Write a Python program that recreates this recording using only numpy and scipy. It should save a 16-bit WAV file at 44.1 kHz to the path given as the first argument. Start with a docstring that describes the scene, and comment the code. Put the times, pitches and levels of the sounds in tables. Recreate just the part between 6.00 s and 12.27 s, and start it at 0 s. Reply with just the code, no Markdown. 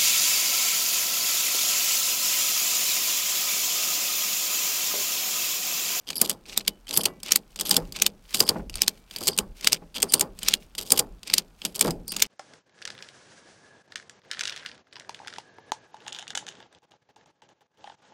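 """Faint outdoor air and webbing hiss open the scene; then a ratchet strap grinds tight over a plastic kayak, close by.
Eight times the handle is pulled and swung back. Stick-slip friction is a train of tiny noise impacts;
the pawl snapping over about two teeth each way is a dense burst of decaying steel modes.
The taut strap carries the jolts into the hollow hull: noise bands and wall modes thump, rumble and creak."""
import sys
import numpy as np
from scipy import signal
from scipy.fft import rfft, irfft, next_fast_len
from scipy.io import wavfile
from scipy.ndimage import uniform_filter1d

SR = 44100
rng = np.random.default_rng(int(sys.argv[2]) if len(sys.argv) > 2 else 0)


def master_out(mix):
    """Clip the mix to full scale and print it as 16-bit PCM to the path in sys.argv[1]."""
    frames = np.transpose(np.atleast_2d(mix))
    ceiling = np.clip(frames, -1, 1)
    pcm = np.round(ceiling * 32767).astype(np.int16)
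    wavfile.write(sys.argv[1], SR, pcm)


N = 276507
TIME = np.arange(N) / SR


def from_db(db):
    """Level law: decibels to an amplitude ratio."""
    return 10 ** (np.asarray(db) / 20)


def rms_one(x):
    """Normalisation: scales a signal to an rms of 1."""
    return x / np.sqrt(np.mean(x ** 2) + 1e-20)


def bins(size):
    """Discrete spectrum: the bin frequencies in Hz."""
    return np.fft.rfftfreq(size, 1 / SR)


def at_hz(points, hz):
    """Spectral envelope: interpolates a table on a log-frequency axis."""
    freqs, values = np.transpose(points)
    return np.interp(np.log(hz + 1e-3), np.log(freqs), values)


def resonance_db(peaks, hz):
    """Resonance: sums bell-shaped peaks, in dB over frequency."""
    return sum(db / (1 + ((hz - centre) / width) ** 2) for centre, width, db in peaks)


def treble(hz):
    """Spectral tilt: rises from -1 to 1 across the two octaves in which steel rings."""
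    return np.clip(np.log2((hz + 1) / 6000), -1, 1)


def coloured(x, spectrum, peaks=(), tilt_db=0):
    """Linear filtering: gives a steady signal a spectrum, resonances and a treble tilt; rms 1."""
    size = next_fast_len(len(x))
    hz = bins(size)
    gain_db = at_hz(spectrum, hz) + resonance_db(peaks, hz) + tilt_db * treble(hz)
    return rms_one(irfft(rfft(x, size) * from_db(gain_db), size)[:len(x)])


def dense_modes(level_db):
    """Modal overlap: many close modes with the given levels and random phases; rms 1."""
    phases = np.exp(2j * np.pi * rng.random(len(level_db)))
    return rms_one(irfft(from_db(level_db) * phases))


def fade(t60, size):
    """Exponential damping: falls by 60 dB in t60 seconds."""
    return from_db(-60 * TIME[:size] / max(t60, 1e-3))


def mode(hz, t60, size=32768):
    """Modal vibration: a damped sine whose envelope starts at 1."""
    return np.sin(2 * np.pi * hz * TIME[:size]) * fade(t60, size)


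def add(out, s, sound):
    """Superposition: mixes a sound in at a time."""
    start = max(round(s * SR), 0)
    out[start:start + len(sound)] += sound[:N - start]


def gesture(start, end, attack_s, release_s, swell_db=0):
    """Amplitude envelope of one movement: it rises, holds while swelling, and dies away."""
    t = TIME - start
    held = from_db(swell_db * (np.clip(t / (end - start), 0, 1) - .5))
    release = np.exp(-np.clip((TIME - end) / release_s, 0, 20))
    return np.clip(t / attack_s, 0, 1) * held * release


# how long the hand-damped frame rings after one tiny slip
SLIP_T60_S = .013


def slips(per_s, unevenness, spread_db, grain_t60, hiss_db):
    """Stick and slip: a loose train of tiny impacts that come in runs, over faint smooth friction; level evened."""
    gaps = np.exp(unevenness * rng.standard_normal(6000))
    # about one slip in five is followed by a longer stick
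    gaps *= np.where(rng.random(len(gaps)) < .2, 3.5, 1)
    at = (np.cumsum(gaps) / gaps.mean() * SR / per_s).astype(int)
    sizes = from_db(spread_db * np.clip(rng.standard_normal(len(at)), -2, 2))
    impacts = np.bincount(at[at < N], sizes[at < N] ** 2, N)
    # power decays here; -120 through the amplitude law is -60 dB of power
    power = signal.lfilter([1], [1, -from_db(-120 / (grain_t60 * SR))], impacts + 1e-12)
    power = power + from_db(hiss_db) ** 2 * power.mean()
    return rng.standard_normal(N) * np.sqrt(power / uniform_filter1d(power, size=1700))


# outdoor air spectrum: frequency_hz, level_db (per Hz)
AIR_SPECTRUM = [(18, -36.5), (30, 3), (106, 7), (189, 5.5), (1500, -0.5), (4780, -39.5), (5740, -29.5),
                (8520, -22), (13300, -25), (16000, -31.5)]


def air(level_db):
    """Stationary random noise: quiet outdoor air with a fixed spectrum."""
    return from_db(level_db) * coloured(rng.standard_normal(N), AIR_SPECTRUM)


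# low rumble of the rocking boat: frequency_hz, level_db (per Hz)
ROCKING_SPECTRUM = [(15, -26.5), (27, -8), (38, -5), (46, -9.5), (68, -22.5), (130, -26.5), (300, -74)]
# slight sway all along, interpolated: time_s, level_db
SWAY = [(0, -66.5), (.6, -55.5), (1.2, -61.5), (1.9, -51.5), (2.2, -57.5), (3.1, -59), (3.9, -56),
        (4.5, -51), (5.5, -58.5), (6.27, -53.5)]
# the boat rocks after a hard pull: start_s, end_s, level_db
ROCKS = [(1.812, 1.894, -41.5), (2.57, 2.78, -38), (3.397, 3.514, -41.5), (5.06, 5.15, -44.5),
         (5.858, 5.965, -36.5)]
ROCK_ATTACK_S, ROCK_RELEASE_S = 0.022, 0.051


def rocking():
    """Low-frequency rigid-body motion: the boat sways under the strap and rumbles after the hard pulls."""
    level = from_db(np.interp(TIME, *np.transpose(SWAY)))
    for start, end, level_db in ROCKS:
        rock = from_db(level_db) * gesture(start, end, ROCK_ATTACK_S, ROCK_RELEASE_S)
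        level = np.maximum(level, rock)
    return level * coloured(rng.standard_normal(N), ROCKING_SPECTRUM)


# the handle is pulled, halting now and then: start_s, end_s, grinding_db, treble_tilt_db
PULLS = [(0.063, 0.111, -37, -2.5), (0.142, 0.314, -34.5, 3), (0.882, 0.91, -32, -0.5),
         (0.914, 0.985, -33.5, 1), (1.001, 1.069, -34.5, 0.5), (1.574, 1.621, -33.5, -2),
         (1.639, 1.775, -32, 1.5), (2.33, 2.428, -30, 4), (2.463, 2.494, -36, 1), (3.181, 3.301, -37, 3),
         (3.32, 3.394, -42.5, 0), (3.942, 3.989, -30.5, -3), (4.086, 4.224, -42, 0),
         (4.768, 4.801, -32, 0.5), (4.804, 4.95, -41.5, 2.5), (4.957, 4.994, -26.5, 3),
         (5.632, 5.652, -29, 0), (5.743, 5.886, -34, 2.5)]
PULL_ATTACK_S, PULL_RELEASE_S, PULL_SWELL_DB = 0.0089, 0.01, 2
# the slack handle swings back: start_s, end_s, rattle_db
RETURNS = [(0.452, 0.595, -40.5), (0.642, 0.695, -41.5), (1.237, 1.364, -36), (1.931, 2.065, -36),
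           (2.72, 2.844, -41), (2.858, 2.893, -43.5), (3.59, 3.75, -39), (4.409, 4.543, -35),
           (5.248, 5.398, -39.5), (6.104, 6.146, -37.5), (6.156, 6.258, -40)]
RETURN_ATTACK_S, RETURN_RELEASE_S, RETURN_SWELL_DB = 0.02, 0.01, 4.5
# the webbing brushes lightly: start_s, end_s, level_db
BRUSHES = [(1.487, 1.53, -62.5), (1.796, 1.889, -60), (2.221, 2.29, -62.5), (2.284, 2.348, -44.5),
           (2.495, 2.6, -59), (2.9, 2.996, -64), (3.065, 3.11, -63), (3.109, 3.188, -47.5),
           (3.544, 3.6, -54.5), (4.02, 4.08, -56.5), (4.345, 4.42, -60), (4.593, 4.633, -55.5),
           (5.57, 5.726, -61)]
BRUSH_ATTACK_S, BRUSH_RELEASE_S = 0.03, .012
IDLE_RUB_DB = -66.5  # steady light contact


def rubbing():
    """Friction drive: how hard spool, cheeks and webbing rub, as gains for pulls, returns and light contact."""
    pull = sum(from_db(db) * gesture(start, end, PULL_ATTACK_S, PULL_RELEASE_S, PULL_SWELL_DB)
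               for start, end, db, _ in PULLS)
    back = sum(from_db(db) * gesture(start, end, RETURN_ATTACK_S, RETURN_RELEASE_S, RETURN_SWELL_DB)
               for start, end, db in RETURNS)
    brush = sum(from_db(db) * gesture(start, end, BRUSH_ATTACK_S, BRUSH_RELEASE_S)
                for start, end, db in BRUSHES)
    return pull, back, brush + from_db(IDLE_RUB_DB)


def bunching(depth_db, per_s):
    """Amplitude modulation: friction bunches into rough, uneven runs, a quick random swing of the gain."""
    knots = np.clip(rng.standard_normal(2000), -1.5, 1.5)
    return rms_one(from_db(depth_db * np.interp(TIME * per_s, np.arange(len(knots)), knots)))


# broad spectrum of the slack handle's rattle: frequency_hz, level_db (per Hz)
RETURN_RUB_SPECTRUM = [(590, -54.5), (1000, -12), (1850, -8), (2390, 0), (4210, -2), (4730, -0.5),
                       (7350, -9), (8960, -10.5), (10200, -19), (13600, -19), (16000, -31)]


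def rattle(tilt_db):
    """Intermittent contact: the slack handle ticks sparsely at two places, one duller and one brighter."""
    places = []
    for sign in (-1, 1):
        touches = slips(per_s=65, unevenness=.65, spread_db=4.5, grain_t60=SLIP_T60_S, hiss_db=-13)
        places.append(coloured(touches, RETURN_RUB_SPECTRUM, tilt_db=sign * tilt_db))
    return rms_one(sum(places))


# broad spectrum of the grinding on the pull: frequency_hz, level_db (per Hz)
PULL_RUB_SPECTRUM = [(500, -35), (1200, -13.5), (1900, -13.5), (3100, -1.5), (3900, -4.5), (6300, -7.5),
                     (8000, -7), (10000, -15), (12300, -13), (14500, -17), (16000, -23.5)]
# resonances of the loaded frame: centre_hz, width_hz, height_db
FRAME_PEAKS = [(3250, 300, 4), (4800, 300, 8), (8850, 260, 6), (11350, 260, 8), (13300, 400, 6)]


def friction(pull, back, brush, pull_db, return_db, hiss_db, loose_db):
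    """Dry friction: loaded steel grinds, the slack handle rattles, light contact hisses and ticks faintly."""
    grind = slips(per_s=180, unevenness=.45, spread_db=4, grain_t60=SLIP_T60_S, hiss_db=-20)
    steel = np.zeros(N)
    for start, end, _, tilt_db in PULLS:
        stroke = (TIME >= start) & (TIME < end + 10 * PULL_RELEASE_S)
        steel[stroke] = coloured(grind[stroke], PULL_RUB_SPECTRUM, FRAME_PEAKS, tilt_db)
    metal = from_db(pull_db) * pull * steel
    metal += from_db(return_db) * back * rattle(tilt_db=3.5)
    hiss = coloured(rng.standard_normal(N), [(600, -20.5), (2400, -2.5), (5000, -6.5), (16000, -13.0)])
    light = from_db(hiss_db) * hiss + from_db(loose_db) * rattle(tilt_db=7)
    return metal * bunching(depth_db=3.0, per_s=88) + brush * light


# the boat shifts on its bed: time_s, knock_centre_hz, level_db
BUMPS = [(1.774, 480, -28), (2.556, 224.7, -26.5), (2.593, 160, -35), (3.212, 300, -33),
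         (3.818, 166, -42.5), (5.847, 490, -20), (5.876, 162, -20)]
DULL_KNOCK_HZ = 203  # slack jolts and light ticks knock dully, favouring wall modes near this pitch
RETURN_JOLT_DB = -40
TICK_JOLT_DB = -19.5  # relative to the tick


def thumps():
    """Force transmission: snaps, ticks and shifts jolt the hull; rows of time_s, knock_centre_hz, level_db."""
    taut = [(s, hz, db) for s, *_, hz, db in PULL_TEETH] + list(BUMPS)
    slack = [(s, DULL_KNOCK_HZ, RETURN_JOLT_DB) for s, *_ in RETURN_TEETH]
    light = [(s, DULL_KNOCK_HZ, db + TICK_JOLT_DB) for s, db, _, _ in TICKS]
    return taut + slack + light


# broad spectrum of the hull: frequency_hz, level_db (per Hz)
HULL_SPECTRUM = [(45, -32.5), (70, -10.5), (130, -6.5), (200, 0), (300, -0.5), (450, 0.5), (580, -3.5),
                 (740, -8), (1200, -8.5), (1700, -16.5), (2600, -24.5), (4000, -52)]
# resonances of the hull: centre_hz, width_hz, height_db
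HULL_PEAKS = [(96, 7, 4), (177, 2.3, 6), (480, 22, -2.5), (625, 18, 2.5), (823.4, 31, 8.5), (1068, 14, 4)]
# ring of the hull in each band: centre_hz, t60_s
HULL_DECAY = [(90, 0.43), (175, 0.68), (300, 0.42), (600, 0.33), (1200, 0.071), (2500, 0.18)]


def hull(rub, gain_db, ring_db, knock_t60, rub_db, rise_s, size=32768):
    """Energy decay: each jolt gives a short plastic knock and a longer hollow ring; friction murmurs through."""
    energy = np.zeros(N)
    for s, _, level_db in thumps():
        energy[round(s * SR)] += from_db(level_db + gain_db) ** 2
    energy += (from_db(rub_db) * rub) ** 2 / SR
    rise = 1 - np.exp(-TIME[:size] / rise_s)
    padded = next_fast_len(N)
    wall = rfft(coloured(rng.standard_normal(N), HULL_SPECTRUM, HULL_PEAKS), padded)
    centres = np.array(HULL_DECAY)[:, 0]
    out = np.zeros(N)
    # overlapping bands whose gains sum to one
    for (_, t60), share in zip(HULL_DECAY, np.eye(len(HULL_DECAY))):
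        crossover = np.column_stack([centres, share])
        band = irfft(wall * at_hz(crossover, bins(padded)), padded)[:N]
        decay = rise * (fade(knock_t60, size) + from_db(ring_db) * fade(t60, size))
        power = np.abs(signal.oaconvolve(energy, decay ** 2)[:N])
        out += band * np.sqrt(power)
    return out


def pawl(clicks, colour, gain_db, peak_db, peak_width_hz, tail_db, tail_t60, slide_db, slide_s, size=6144):
    """Impact excitation: a sliding pawl slams home; the hand damps the frame within milliseconds."""
    out, hz = np.zeros(N), bins(size)
    steel = at_hz(colour, hz)
    ringing = steel + resonance_db(FRAME_PEAKS, hz)
    for s, level_db, t60, tilt_db, ring_hz in clicks:
        frame = steel + tilt_db * treble(hz) + resonance_db([(ring_hz, peak_width_hz, peak_db)], hz)
        snap = dense_modes(frame) * fade(t60, size)
        # equal energy for every snap: that of rms 1 over 3 ms
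        snap = snap / np.sqrt(np.sum(snap ** 2) / (.003 * SR))
        tail = from_db(tail_db) * dense_modes(ringing) * fade(tail_t60, size)
        add(out, s, from_db(level_db + gain_db) * (snap + tail))
        # a duller scrape swells just before the tooth lets go
        swell = np.linspace(0, 1, max(int(slide_s * SR), 2))
        scrape = dense_modes(frame - 5 * treble(hz))[:len(swell)]
        add(out, s - slide_s, from_db(level_db + slide_db) * swell * scrape)
    return out


# play in the handle is taken up: time_s, level_db, treble_tilt_db, strongest_resonance_hz
TICKS = [(0.1035, -23.5, -6.5, 6650), (0.1303, -34, -7.5, 2300), (0.3043, -24.5, -2, 3210),
         (0.6091, -34, -8, 4100), (0.8697, -39.5, -5.5, 3170), (0.881, -36.5, -7, 3290),
         (0.9406, -23, 2, 4930), (0.9647, -21, 1, 3470), (1.0353, -24, 5.5, 8310), (1.2016, -48, -4, 3100),
         (1.232, -28.5, 1, 5150), (1.2905, -31.5, -17.5, 2480), (1.56, -32.5, -3, 3770),
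         (1.5972, -25.5, -3, 7920), (1.6103, -18, 1, 3750), (1.6935, -19.5, 5, 8660),
         (1.7427, -20.5, -3.5, 11480), (1.9232, -31.5, 0, 4700), (1.9619, -29.5, -6, 2340),
         (2.3451, -15, -1, 3830), (2.396, -22, 11.5, 4950), (2.4777, -27, -6, 5100),
         (2.697, -33, -3.5, 2930), (2.7556, -25, -3, 9000), (2.8334, -27.5, -8.5, 3630),
         (3.1106, -35.5, -4.5, 3250), (3.162, -24.5, -2.5, 4700), (3.2362, -30, 3, 4740),
         (3.2715, -16, 1, 7880), (3.377, -20, 2, 8680), (3.6451, -20.5, -5, 2290),
         (3.7221, -18.5, -0.5, 2600), (4.002, -32.5, -4, 3300), (4.1223, -21.5, 3, 9350),
         (4.1957, -18.5, 3.5, 9020), (4.3895, -34, -0.5, 8000), (4.4311, -24.5, 0.5, 3080),
         (4.7511, -34.5, -3, 3680), (4.7816, -27, -3, 8050), (4.9048, -18, 0, 9370),
         (5.2316, -36, -5, 4740), (5.2742, -33, -3.5, 4820), (5.2999, -25, -10, 4650),
         (5.6178, -31.5, -11.5, 3270), (5.651, -18, 0, 3530), (5.759, -27, 2, 11350),
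         (5.7932, -22.5, 1, 9040), (5.9072, -24.5, -1, 4910), (6.0798, -28.5, 5.5, 4890),
         (6.1197, -25, 5.5, 4670), (6.165, -21, -2.5, 6860), (6.2011, -27, -2, 3290)]
TICK_T60_S = .02
# steel frame under load: frequency_hz, level_db
PULL_COLOUR = [(200, -38), (1000, -13), (1800, -16), (3000, -3.5), (4000, -7.5), (4850, 0.5), (5700, -6.5),
               (7400, -3), (9000, -3), (9700, -9), (11000, -7), (14000, -8.5), (15800, -16)]


def ticks():
    """Light impact: small contacts excite the same frame as the loaded pawl."""
    clicks = [(s, db, TICK_T60_S, tilt, hz) for s, db, tilt, hz in TICKS]
    return pawl(clicks, PULL_COLOUR, gain_db=0, peak_db=10.5, peak_width_hz=190,
                tail_db=-23, tail_t60=0.13, slide_db=-14, slide_s=0.002)


# wall modes of the hull: frequency_hz, level_db
WALL_MODES = [(166, -9.5), (204, -10), (280, -12), (405, -7), (478, -6.5), (550, -10), (632, -12.5),
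              (830, -14), (1068, -16)]


def wall_knocks(gain_db, cycles, rise_s, spread_db, centre_db, centre_width_hz):
    """Modal excitation: each jolt rings all wall modes for some dozens of cycles, favouring those near its centre."""
    out = np.zeros(N)
    mode_hz = np.array(WALL_MODES)[:, 0]
    knocks = np.array([from_db(db) * mode(hz, cycles / hz) for hz, db in WALL_MODES])
    knocks *= 1 - np.exp(-TIME[:knocks.shape[1]] / rise_s)
    for s, hz, level_db in thumps():
        favour_db = resonance_db([(hz, centre_width_hz, centre_db)], mode_hz)
        favour_db = favour_db + spread_db * rng.uniform(-1, 1, len(knocks))
        signs = rng.choice([-1, 1], len(knocks))
        add(out, s, (from_db(level_db + gain_db + favour_db) * signs) @ knocks)
    return out


# stick and slip locks onto two frame modes: start_s, end_s, lower_mode_db, upper_mode_hz, upper_mode_db
SQUEALS = [(0.151, 0.192, -34.5, 11100, -33.5), (0.919, 1.03, -43, 11160, -37.5),
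           (1.649, 1.7, -51.5, 11370, -38.5), (2.355, 2.49, -46, 8700, -52), (3.194, 3.363, -44, 8700, -57),
           (4.072, 4.194, -43.5, 8950, -46.5), (6.07, 6.145, -40, 8850, -46)]
LOWER_SQUEAL_HZ = 4820


def squeals(relative_width, per_s):
    """Friction-driven resonance: a rough train of slips pumps two narrow modes of the frame."""
    out = np.zeros(N)
    drive = slips(per_s, unevenness=.3, spread_db=3, grain_t60=SLIP_T60_S, hiss_db=-15)
    for start, end, lower_db, upper_hz, upper_db in SQUEALS:
        train = drive[round(start * SR):round(end * SR)]
        for hz, level_db in ((LOWER_SQUEAL_HZ, lower_db), (upper_hz, upper_db)):
            edges_hz = [hz * (1 - relative_width / 2), hz * (1 + relative_width / 2)]
            tone = signal.sosfilt(signal.butter(2, edges_hz, "band", fs=SR, output="sos"), train)
            tone = rms_one(tone * signal.windows.tukey(len(tone), .3))
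            add(out, start, from_db(level_db) * tone)
    return out


# the holding pawl drops over a tooth on the pull: time_s, level_db, treble_tilt_db, strongest_resonance_hz,
# first_touch_ahead_s, first_touch_relative_db, hull_knock_centre_hz, hull_jolt_db
PULL_TEETH = [(0.2156, -8, 5, 10900, 0.00068, 0, 465, -28), (0.2963, -16, 1.5, 10870, .0005, -7, 205, -35),
              (0.9746, -9.5, 5, 10400, 0.0012, -1.5, 203, -27.5),
              (1.0573, -12, -2, 4370, 0.0024, -2.5, 516, -29.5),
              (1.7115, -7, 0.3, 4900, 0.0026, -10.5, 212, -28),
              (1.7665, -7.5, 2, 3450, .0005, -15, 166, -27),
              (2.4044, -6, 0.8, 4830, .0005, -7.5, 468, -24.5),
              (2.4935, -12, -2.5, 4660, 0.0033, 2.5, 472, -25),
              (3.285, -12.5, -2, 4640, 0.0056, 0.5, 406, -31),
              (3.3876, -10.5, 1, 2890, 0.00051, -18, 204, -30),
              (4.0285, -8.5, -3, 8240, 0.0072, -10.5, 409, -30),
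              (4.1392, -4, 1, 9150, 0.0026, -7.5, 460, -27.5),
              (4.2111, -13.5, -0.5, 7300, .0014, 1.5, 380, -27.5),
              (4.9204, -3, 3, 9160, .0005, -8.5, 475, -25.5),
              (4.9943, -10.5, -0.5, 8830, 0.0026, -3.5, 465, -29),
              (5.8108, -7, -1.5, 9070, .0005, -8, 555, -30)]
TOOTH_T60_S, FIRST_TOUCH_TILT_DB = 0.014, 4.5


def pull_snaps():
    """Double impact: under load the pawl strikes a brighter, mostly lighter first touch, then home."""
    clicks = []
    for s, db, tilt, hz, ahead_s, touch_db, _, _ in PULL_TEETH:
        clicks.append((s - ahead_s, db + touch_db, TOOTH_T60_S, tilt + FIRST_TOUCH_TILT_DB, hz))
        clicks.append((s, db, TOOTH_T60_S, tilt, hz))
    return pawl(clicks, PULL_COLOUR, gain_db=-0.5, peak_db=9.5, peak_width_hz=250,
                tail_db=-28, tail_t60=0.097, slide_db=-13, slide_s=0.003)


# taut webbing creaking on the deck: frequency_hz, level_db (per Hz)
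CREAK_SPECTRUM = [(200, -25.5), (330, -1.5), (480, 3.5), (700, -8), (1100, -3.5), (1600, -15.5),
                  (3000, -35)]


def creak(gain_db, rise_s, hold_s, release_s):
    """Stick-slip creep: after each tooth gained, the webbing creeps over the deck in a grainy creak."""
    level = np.zeros(N)
    shape = gesture(0, hold_s, rise_s, release_s)[:SR]
    for s, *_, jolt_db in PULL_TEETH:
        add(level, s, from_db(jolt_db + gain_db) * shape)
    grains = slips(per_s=150, unevenness=.5, spread_db=2.5, grain_t60=0.026, hiss_db=-10)
    return level * coloured(grains, CREAK_SPECTRUM, HULL_PEAKS)


# the handle's pawl drops over a tooth on the way back:
# time_s, level_db, t60_s, treble_tilt_db, strongest_resonance_hz
RETURN_TEETH = [(0.5761, -12.5, 0.0085, 5.5, 3820), (0.6789, -12.5, 0.011, -2, 11300),
                (1.3203, -7, 0.014, 2.5, 5600), (1.3596, -7.5, 0.0087, 6, 4470),
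                (2.021, -8.5, .012, 1, 6380), (2.0643, -11, 0.012, 0, 3630),
                (2.8192, -9, 0.0057, 0.5, 5560), (2.8803, -10, 0.0082, 0.5, 4660),
                (3.6725, -6.5, 0.011, -2, 4960), (3.7304, -9, 0.007, 0.5, 4830),
                (4.4849, -10, .011, -1.5, 5350), (4.5385, -9.5, .01, -2, 3580),
                (5.3378, -8.5, 0.018, 0.5, 4730), (5.3817, -11.5, .015, 0, 4670),
                (6.2228, -7, 0.015, 0.5, 6100)]
# slack steel handle: frequency_hz, level_db
RETURN_COLOUR = [(200, -30.5), (1000, -17), (1900, -11.5), (2500, -6), (3300, -3), (4800, -4), (6000, -4.5),
                 (8300, -3.5), (10800, -11.5), (12600, -6), (15800, -15)]


def return_snaps():
    """Single damped impact: the slack pawl strikes once, short and dry."""
    return pawl(RETURN_TEETH, RETURN_COLOUR, gain_db=1.5, peak_db=11, peak_width_hz=330,
                tail_db=-21.5, tail_t60=0.056, slide_db=-10.5, slide_s=0.0058)


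# now and then a click leaves the handle ringing: start_s, pitch_hz, peak_db, t60_s
AFTER_RINGS = [(.68, 3005, -50.5, 0.28), (1.059, 1980, -51, 0.36), (1.058, 2287, -59.5, 0.64),
               (1.058, 2800, -54, 0.27), (1.058, 12500, -59.5, .14), (1.058, 11340, -46, 0.14),
               (2.88, 2320, -63.5, 0.97), (4.539, 2825, -53.5, .3), (5.652, 11261, -49.5, 0.22)]


def steel_ring():
    """Free vibration: thin tones hang on where the hand does not damp the handle."""
    out = np.zeros(N)
    for s, hz, level_db, t60 in AFTER_RINGS:
        add(out, s, from_db(level_db) * mode(hz, t60))
    return out


# reflections off the boat and the truck: delay_s, level_db
ECHOES = [(.0056, -22.5), (.0098, -29), (0.0128, -25.5)]


def yard(x, scatter_db, t60, size=22050):
    """Reflection and scattering: a few near echoes and a faint, dull scatter from the trees."""
    spectrum = at_hz([(300, 10.5), (2500, -7.5), (6000, -15.5), (16000, -9.0)], bins(size))
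    response = dense_modes(spectrum) * fade(t60, size)
    response *= from_db(scatter_db) / np.sqrt(np.sum(response ** 2))
    for delay, level_db in ECHOES:
        response[round(delay * SR)] += from_db(level_db)
    return x + signal.oaconvolve(x, response)[:N]


def scene():
    """Superposition of sources: the ratchet in the yard, the boat beneath it and quiet outdoor air."""
    pull, back, brush = rubbing()
    scrape = friction(pull, back, brush, pull_db=-1.5, return_db=-1.5, hiss_db=-4.5, loose_db=-4)
    scrape += squeals(relative_width=0.11, per_s=200)
    ratchet = scrape + ticks() + pull_snaps() + return_snaps() + steel_ring()
    boat = hull(pull + back + brush, gain_db=-3.5, ring_db=-4.5, knock_t60=0.073, rub_db=6, rise_s=0.0021)
    boat += wall_knocks(gain_db=-3.5, cycles=42, rise_s=.003, spread_db=3.5, centre_db=12.5, centre_width_hz=21)
    boat += creak(gain_db=-9.5, rise_s=.008, hold_s=0.017, release_s=0.028)
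    boat += rocking()
    return (yard(ratchet, scatter_db=-43.5, t60=.45) + boat + air(level_db=-65))[None]


CUTOFF_HZ = 15900


def record(dry):
    """Saturation and band limiting: the hardest snaps overload the microphone; the top is cut."""
    overloaded = np.tanh(dry)
    return signal.sosfilt(signal.ellip(10, .2, 70, CUTOFF_HZ, fs=SR, output="sos"), overloaded)


dry = scene()
out = record(dry)
master_out(out)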